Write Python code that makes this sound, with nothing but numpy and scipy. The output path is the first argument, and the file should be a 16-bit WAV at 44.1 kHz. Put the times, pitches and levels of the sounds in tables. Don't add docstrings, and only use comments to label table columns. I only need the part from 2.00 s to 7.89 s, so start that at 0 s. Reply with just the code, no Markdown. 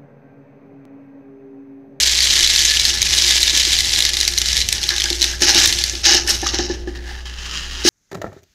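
import sys
import numpy as np
from scipy import signal
from scipy.fft import rfft, irfft, next_fast_len
from scipy.io import wavfile
from scipy.ndimage import map_coordinates

SR = 44100
rng = np.random.default_rng(int(sys.argv[2]) if len(sys.argv) > 2 else 0)


def generate_wav(signal):
    frames = np.transpose(np.atleast_2d(signal))
    scaled = np.clip(frames, -1, 1) * 32767
    pcm = np.round(scaled).astype(np.int16)
    wavfile.write(sys.argv[1], SR, pcm)


N = 259749


def amp(db):
    return 10 ** (np.asarray(db) / 20)


def unit(x):
    return x / np.sqrt(np.mean(x ** 2) + 1e-20)


def along(points, hz):
    point_hz, value = np.transpose(points)
    return np.interp(np.log(hz + 1), np.log(point_hz + 1), value)


def curves(rows):
    s, *columns = np.transpose(rows)
    return [np.interp(np.arange(N) / SR, s, column) for column in columns]


def wobble(rate):
    knots = rng.standard_normal(int(N * rate / SR) + 4)
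    return map_coordinates(knots, [np.arange(N) * rate / SR])


def filtered(x, response):
    size = next_fast_len(N + SR // 2)
    return irfft(rfft(x, size) * response(np.fft.rfftfreq(size, 1 / SR)), size)[:N]


def coloured(x, spectrum):
    size = 4096
    level_db = np.maximum(along(spectrum, np.fft.rfftfreq(size, 1 / SR)), -70)
    cepstrum = irfft(np.log(amp(level_db)))
    cepstrum[1:size // 2] *= 2
    cepstrum[size // 2 + 1:] = 0
    impulse = irfft(np.exp(rfft(cepstrum)))
    return signal.fftconvolve(x, impulse / np.linalg.norm(impulse))[:N]


def modes(table):
    def response(f):
        total = 0
        for k, (pitch, width, db) in enumerate(table):
            resonance = 1j * f * width / (pitch * pitch - f * f + 1j * f * width)
            total = total + (-1) ** k * amp(db) * resonance
        return total
    return response


def placed(seconds, shapes):
    at = np.round(seconds * SR).astype(int)[:, None] + np.arange(shapes.shape[1])
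    return np.bincount(at.ravel(), shapes.ravel(), N + SR)[:N]


def contacts(rate, spread_db, t60):
    draw = rng.random((int(rate * N / SR), 2))
    t = np.arange(128) / SR
    size = amp(-spread_db * np.log(1 - .98 * draw[:, 1:]))
    bursts = size * amp(-60 * t / t60) * rng.standard_normal((len(draw), len(t)))
    return unit(placed(draw[:, 0] * N / SR, bursts))


# [dB per Hz, relative]
AIR = [(12, -56.5), (20, 14), (80, -5), (223, -14.5), (387, -14), (497, -16.5), (774, -16), (914, -40),
       (5380, -77), (7720, -66), (15000, -62)]


def room_noise():
    return amp(-40.5) * unit(coloured(rng.standard_normal(N), AIR))


MAINS_HZ = 60
# multiple [of the mains], level_db [dB rms before wavering], waver_db [dB]
HUM = [(.5, -70, 10), (1, -32.5, 1.5), (3, -58, 3.5)]


def mains_hum():
    t = np.arange(N) / SR
    hum = 0
    for multiple, db, waver_db in HUM:
        level = amp(db + waver_db * wobble(4.17)) * np.sqrt(2)
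        hum = hum + level * np.sin(2 * np.pi * multiple * MAINS_HZ * t)
    return hum


RUMBLE_DB, RUMBLE_SWELL_S = -46.5, 0.24
# peak_s [s], level_db [dB]
GRIPS = [(3.56, -38), (4.56, -40)]


def table_rumble():
    t = np.arange(N) / SR
    level = amp(RUMBLE_DB + 6 * wobble(2.66))
    for s, db in GRIPS:
        level = level + amp(db) * np.exp(-((t - s) / RUMBLE_SWELL_S) ** 2)
    return level * unit(filtered(rng.standard_normal(N), modes([(73.4, 32, 0)])))


# pitch_hz [Hz], t60_s [s]
ROOM = [(300, 0.85), (3000, 0.14), (12000, 0.2)]


def room(x):
    out, step = np.zeros(N + 2 * SR), SR // 3
    for a in range(0, N, step):
        hz, t, z = signal.stft(rng.standard_normal(SR // 2), SR, nperseg=256)
        decay = amp(-60 * t / along(ROOM, hz)[:, None])
        tail = signal.istft(z * decay, SR, nperseg=256)[1]
        wet = signal.fftconvolve(x[a:a + step], tail / np.linalg.norm(tail))
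        out[a + 100:][:len(wet)] += wet
    return out[:N]


# time_s [s], level_db [dB before unevenness], free_share [0-1 rolling freely, the rest scraping]
ROLL = [(4.74, -37.5, .5), (4.8, -52, 0.68), (5.0, -45.5, 0.089), (5.11, -35.5, 0.14), (5.24, -45.5, 0.69),
        (5.33, -40, 0.86), (5.56, -26.5, 1), (5.69, -36.5, .9), (5.83, -29, 0.86)]
# start_s [s], level_db [dB before unevenness]
JOLTS = [(4.873, -40.5), (4.951, -36.5), (5.255, -32.5), (5.385, -34), (5.455, -31), (5.711, -28.5)]
JOLT_T60_S = 0.28
# [dB per Hz, relative]
SCRAPE = [(250, -47), (355, 2), (480, -45), (814, -4), (1150, -23), (1750, 1.5), (2350, -14), (2900, -14.5),
          (3400, -16), (3900, -12), (5400, -14.5), (7200, -24.5), (15000, -38)]
# [dB per Hz, relative]
ROLLING = [(300, -14), (800, -25), (1200, -8), (2300, -12), (2800, 0), (3200, -1), (3500, -10), (3900, -5),
           (4400, -11.5), (4800, -5.5), (5800, -9), (7000, -10.5), (7800, -23), (15000, -38.5)]


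def rolling():
    db, share = curves([(4.7, -80, 0)] + list(ROLL) + [(5.87, -80, 1)])
    share, t = np.clip(share, 0, 1), np.arange(N) / SR
    jolts = sum((t > s) * amp(level - 60 * np.abs(t - s) / JOLT_T60_S) for s, level in JOLTS)
    uneven = np.hypot(amp(db), jolts) * amp(wobble(36))
    grains = contacts(3000, 2.7, 0.0042) + amp(-8) * contacts(120, 3.7, 0.0017)
    soft = uneven * unit(grains)
    scraping = np.sqrt(1 - share) * coloured(soft, SCRAPE)
    return scraping + np.sqrt(share) * coloured(soft, ROLLING)


# start_s [s], level_db [dB before the attack], pitch_hz [Hz], t60_s [s]
PINGS = [(2.9033, -18, 1681, 0.26), (3.0588, -17.5, 1674, 0.066), (3.3336, -21.5, 1720, 0.072),
         (3.6401, -8.5, 1760, 0.03), (4.282, -9, 1794, 0.025), (4.464, -8, 1250, 0.018)]


def pings():
    s, db, hz, t60 = np.transpose(PINGS)[:, :, None]
    t = np.arange(SR // 8) / SR
    phase_drift = np.cumsum(rng.normal(0, 0.083, (len(s), len(t))), axis=1)
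    envelope = amp(db - 60 * t / t60) * (1 - np.exp(-t / 0.001))
    return placed(s[:, 0], envelope * np.sin(2 * np.pi * hz * t + phase_drift))


# [dB, relative]
HOLLOW = [(349.2, 18.3, 0.5), (286.2, 12.6, -10.5), (245, 19, -14), (564, 22, -11), (820, 51, -2.5),
          (1730, 51, -2.5)]
# [dB over level_db, before make-up gain]
KNOCKS = [(1.531, -27, -13), (1.671, -25.5, -28), (2.284, -36, -17), (3.041, -31.5, 3), (3.107, -20, -10),
          (3.208, -31, -16), (3.417, -14.5, -1.5), (3.492, -24, 3), (3.553, -16, -6), (3.934, -26, -8),
          (4.068, -26, 6), (4.113, -21.5, 4.5), (4.146, -17, -2), (4.248, -28, -5), (4.298, -24, -7),
          (4.427, -18.5, 0), (4.537, -17.5, -5), (4.59, -12.5, -5.5), (4.698, -13.5, -11),
          (4.772, -32, -28), (4.874, -17, -14), (5.85, -6, -42)]


def knocks():
    s, db, overtone_db = np.transpose(KNOCKS)[:, :, None]
    t = np.arange(4096) / SR
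    envelope = amp(-60 * t / 0.059) * (1 - np.exp(-t / 0.0025))
    ragged = envelope * rng.standard_normal((len(s), len(t)))
    push = placed(s[:, 0], amp(db + 52) * np.hanning(60) / 30)
    landing = placed(s[:, 0], amp(db + 15.5) * ragged)
    edge = placed(s[:, 0], amp(db + overtone_db + 25.5) * ragged)
    return filtered(push + landing, modes(HOLLOW[:3])) + filtered(edge, modes(HOLLOW[3:]))


# start_s [s], swell_s [s], hold_s [s], level_db [dB before bunching], fade [dB per s],
# sparkle_db [dB over level_db]
SURGES = [(2.897, .005, .03, -24.5, 200, -24), (3.211, .01, 0.028, -23.5, 155, -19),
          (3.405, 0.022, 0.15, -13.5, 146, -18.5), (4.032, 0.017, 0.062, -18.5, 150, -22),
          (4.085, 0.042, .045, -16.5, 195, -24), (4.256, 0.023, .01, -19.5, 126, -12.5),
          (4.385, .09, 0.0089, -20.5, 270, -23), (4.519, .02, 0.016, -20, 250, -30),
          (4.573, 0.0072, 0.021, -20.5, 200, -32), (4.686, .01, 0.015, -28.5, 205, -31),
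          (5.837, 0.023, .05, -13.5, 150, -17)]
SWELL_DB = 12


def surges():
    start, swell, hold, db, fade, sparkle_db = np.transpose(SURGES)[:, :, None]
    t = np.arange(N) / SR - start
    swell_db = -SWELL_DB * np.clip(1 - t / swell, 0, 1)
    fade_db = -fade * np.maximum(t - swell - hold, 0)
    gain = (t > 0) * amp(db + swell_db + fade_db)
    return np.linalg.norm(gain, axis=0), np.linalg.norm(gain * amp(sparkle_db), axis=0)


# time_s [s], level_db [dB before bunching], slide_share [0-1 sliding in the bottle]
STREAM = [(0, -16.5, 0.02), (.49, -16, .05), (.55, -20.5, 0.1), (.6, -14.5, 0), (.75, -18.5, 0),
          (.86, -19, 0.14), (.94, -24, 0.5), (1.08, -17.5, .15), (1.6, -18, 0.03), (2.0, -21, 0.12),
          (2.3, -24.5, 0.48), (2.6, -23.5, 0), (2.67, -31, 0.16), (2.74, -22.5, 0.14), (2.8, -26, 0.9),
          (3.08, -26.5, 0.2), (3.3, -29.5, 0.5), (3.38, -37.5, 0.4), (3.6, -16, 0.07), (3.84, -24.5, 0.23),
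          (4.02, -35.5, .6), (4.8, -52, .5)]


def stream():
    db, share = curves(list(STREAM) + [(4.86, -80, .5)])
    return db, np.clip(share, 0, 1)


FURTHER_PER_S, FURTHER_DB, FURTHER_SPREAD_DB = 40, 11.5, 0.5
FURTHER_HZ, FURTHER_HZ_SPREAD, FURTHER_SPARKLE_DB = 4160, 0.16, -18.5


def further_strikes():
    count = int(FURTHER_PER_S * N / SR)
    s, draw = rng.random(count) * (N - 1) / SR, rng.standard_normal((count, 3))
    db = stream()[0][(s * SR).astype(int)] + FURTHER_DB + FURTHER_SPREAD_DB * draw[:, 0]
    hz = FURTHER_HZ * np.exp(FURTHER_HZ_SPREAD * draw[:, 1])
    return np.c_[s, db, hz, FURTHER_SPARKLE_DB + 5 * draw[:, 2]]


# [dB over level_db, before trim]
STRIKES = [(0.0324, 1.5, 4860, -12), (0.093, -7.5, 4720, -17), (0.1231, -5, 3980, -18),
           (0.156, -7, 4700, -12), (0.189, 0, 3960, -15), (0.2048, 0, 4590, -9), (0.2415, -4, 4000, -12),
           (0.2717, 1, 3170, -15), (0.3366, -1, 3600, -14), (0.407, -1, 3100, -10), (0.43, 0, 5470, -12),
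           (0.4452, 0, 4040, -12), (0.4747, 0.5, 4300, -12), (0.552, -12, 3870, -12),
           (0.5604, 1, 4270, -12), (0.5908, -1, 3280, -5), (0.6516, 1, 6400, -8), (0.7087, -4, 3400, -15),
           (0.7714, 0, 2950, -16), (0.797, 1.5, 3940, -12), (0.815, -3, 5300, -12), (0.852, 2, 4400, -11),
           (0.904, -6, 3030, -10), (1.018, 1.5, 6480, -10), (1.0274, 0.5, 3900, -7),
           (1.0719, -10, 4920, -19), (1.186, 2, 3860, -12), (1.2216, -1.5, 5500, -18),
           (1.2457, -2, 3870, -19), (1.281, -1, 4800, -12), (1.308, 3, 3670, -9), (1.3222, -3.5, 4640, -12),
           (1.3804, -4.5, 2890, -20), (1.4112, -11, 3900, -20), (1.4301, 2.5, 3960, -9),
           (1.4357, -0.5, 3920, -14), (1.4697, -4, 3750, -18), (1.4781, 2, 4040, -16),
           (1.496, -1, 3960, -17), (1.5515, 0, 3700, -13), (1.6513, 0, 3850, -9), (1.72, -4, 3730, -9),
           (1.7292, -1, 4050, -8), (1.7659, -4.5, 4600, -14), (1.7881, -0.5, 4000, -12),
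           (1.8055, 0, 4020, -9), (1.8467, -5, 4000, -10), (1.9062, -8, 3930, -10),
           (1.9362, -5.5, 5640, -12), (1.9524, -8, 4010, -7), (1.9606, -1.5, 4000, -12),
           (1.9888, 1, 3560, -5), (2.0046, 2, 3920, -10), (2.0233, 2, 3880, -11), (2.0513, 2, 4030, -11),
           (2.0645, -5, 4040, -12), (2.0915, -3.5, 3900, -6), (2.1343, -1, 4970, -13),
           (2.1405, -5.5, 3960, -10), (2.1688, -2.5, 3800, -7.5), (2.2026, -4, 4240, -8),
           (2.211, 1, 3920, -9), (2.23, -3, 4740, -12), (2.2507, -5, 3910, -12), (2.2778, 3, 3980, -6.5),
           (2.2854, -3, 4770, -14), (2.3242, -12, 3550, -10), (2.3374, -6.5, 4190, -12),
           (2.3775, 1, 4100, -9), (2.3844, 0.5, 5820, -6), (2.4165, 0, 3730, -8), (2.4583, -3, 4070, -11),
           (2.486, -3, 4900, -11), (2.518, -8.5, 3950, -8), (2.5304, -2, 5700, -13), (2.5675, 2, 3950, -13),
           (2.5772, -4, 4760, -8), (2.6036, -1.5, 4000, -11), (2.6154, -1, 4080, -15),
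           (2.622, -5, 4030, -15), (2.688, 1, 5900, -8), (2.7264, 2, 3970, -4), (2.8304, -5, 4530, -14),
           (2.8371, -3.5, 3400, -10), (2.8903, 2.5, 4160, -14), (2.9047, -3, 4760, -12),
           (2.9632, -7, 3600, -12), (2.9813, -2.5, 3930, -14), (3, -5.5, 3590, -14),
           (3.0054, -2.5, 4200, -10), (3.0195, -2, 3290, -17), (3.04, 0, 6050, -13),
           (3.0566, -5, 4850, -16), (3.1025, -1.5, 4600, -11), (3.129, -5.5, 4170, -12),
           (3.2117, -5, 3930, -12), (3.2177, 1.5, 4130, -12), (3.2268, 0.5, 4060, -6),
           (3.242, 1.5, 3660, -10), (3.329, -15.5, 3230, -12), (3.4204, 1.5, 5820, -8),
           (3.5467, 1, 3800, -7), (3.601, -9, 5750, -5), (3.658, 2.5, 3840, -6.5), (3.6748, -3.5, 6200, -1),
           (3.7259, -1, 4220, -6), (3.7881, -4, 4160, -9), (3.8134, -7, 6170, -12), (3.8389, -1, 4630, -8),
           (3.8968, -5.5, 5930, -12), (3.953, -9, 4240, -23), (4.043, -4, 4860, -24),
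           (4.0551, 3, 4270, -17), (4.0744, -7, 4680, -12), (4.1187, -2, 5350, -16),
           (4.1289, -8, 5350, -16), (4.1468, -1, 5300, -10), (4.2753, -6, 5100, -7), (4.3053, -3, 5500, -7),
           (4.416, -11, 5830, -9), (4.4685, -3, 5900, -17), (4.489, -8, 3600, -23),
           (4.5444, -5.5, 4200, -18), (4.5866, -4, 5450, -22), (5.8495, -6, 3880, -12)]
# [dB per Hz, relative]
HEAP = [(150, -33), (330, -21), (505, -25.5), (950, -26.5), (1550, -25), (1760, -5.5), (2080, -4.5),
        (2650, -8), (3050, -3), (3950, -0.5), (4400, -1.5), (6400, -3), (7600, -11.5), (10000, -66),
        (15000, -50)]
# [dB, relative]
MOUTH = [(1741, 31, 0)]
# [dB per Hz, relative]
SPARKLE = [(5000, -20.5), (7500, -1), (8500, -0.5), (11000, -4), (14000, -12), (15700, -27)]


def strikes():
    s, db, hz, sparkle_db = np.vstack([STRIKES, further_strikes()]).T[:, :, None]
    t = np.arange(640) / SR
    noise = rng.standard_normal((len(s), 2, len(t)))
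    rise = 1 - np.exp(-t / 0.00011)
    ring = amp(db - 2.5 - 60 * t / 0.0092) * rise * np.sin(2 * np.pi * hz * t)
    burst = amp(db - 8 - 60 * t / 0.018) * rise * noise[:, 0]
    tick = amp(db + sparkle_db - 8.5 - 60 * t / 0.015) * rise * noise[:, 1]
    bursts = placed(s[:, 0], burst)
    mouth = amp(6) * filtered(bursts, modes(MOUTH))
    ticks = coloured(placed(s[:, 0], tick), SPARKLE)
    return placed(s[:, 0], ring) + coloured(bursts, HEAP) + mouth + ticks


# [dB per Hz, relative]
SLIDE = [(300, -60), (1150, -18), (1750, -4.5), (2400, -11), (2950, -0.5), (3450, -14), (3920, -0.5),
         (4500, -4), (5500, 3), (5900, -0.5), (6600, -2.5), (7400, -26.5), (9500, -38), (15000, -45)]
STREAM_SPARKLE_DB = -14


def rattle():
    db, share = stream()
    load, load_sparkle = surges()
    clumps = amp(1.65 * wobble(50) + 1.55 * wobble(12))
    falling = contacts(1300, 1.9, 0.0057)
    sliding = contacts(1800, 2.4, 0.0045)
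    bright = unit(falling + contacts(900, 6.8, 0.0018))

    heap = coloured(falling, HEAP) + amp(-15.5) * unit(filtered(falling, modes(MOUTH)))
    air = amp(-18.5) * unit(filtered(sliding, modes(HOLLOW[:3])))
    overtones = amp(-19.5) * unit(filtered(sliding, modes(HOLLOW[3:])))
    wall = coloured(sliding, SLIDE) + air + overtones

    on_heap = np.hypot(amp(db) * np.sqrt(1 - share), amp(-9) * load)
    on_wall = np.hypot(amp(db) * np.sqrt(share), load)
    glint = np.hypot(amp(db + STREAM_SPARKLE_DB), load_sparkle)
    return clumps * (on_heap * heap + on_wall * wall + glint * coloured(bright, SPARKLE))


def scene():
    background = mains_hum() + table_rumble() + room_noise()
    near = rattle() + rolling() + strikes() + pings() + knocks()
    return (near + amp(-10.0) * room(near) + background)[None]


TOP_HZ = 15730


def record(dry):
    rounded = dry[0] / (1 + np.abs(dry[0] / 1.03) ** 7) ** (1 / 7)
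    return filtered(rounded, lambda hz: hz < TOP_HZ)[None]


dry = scene()
out = record(dry)
generate_wav(out)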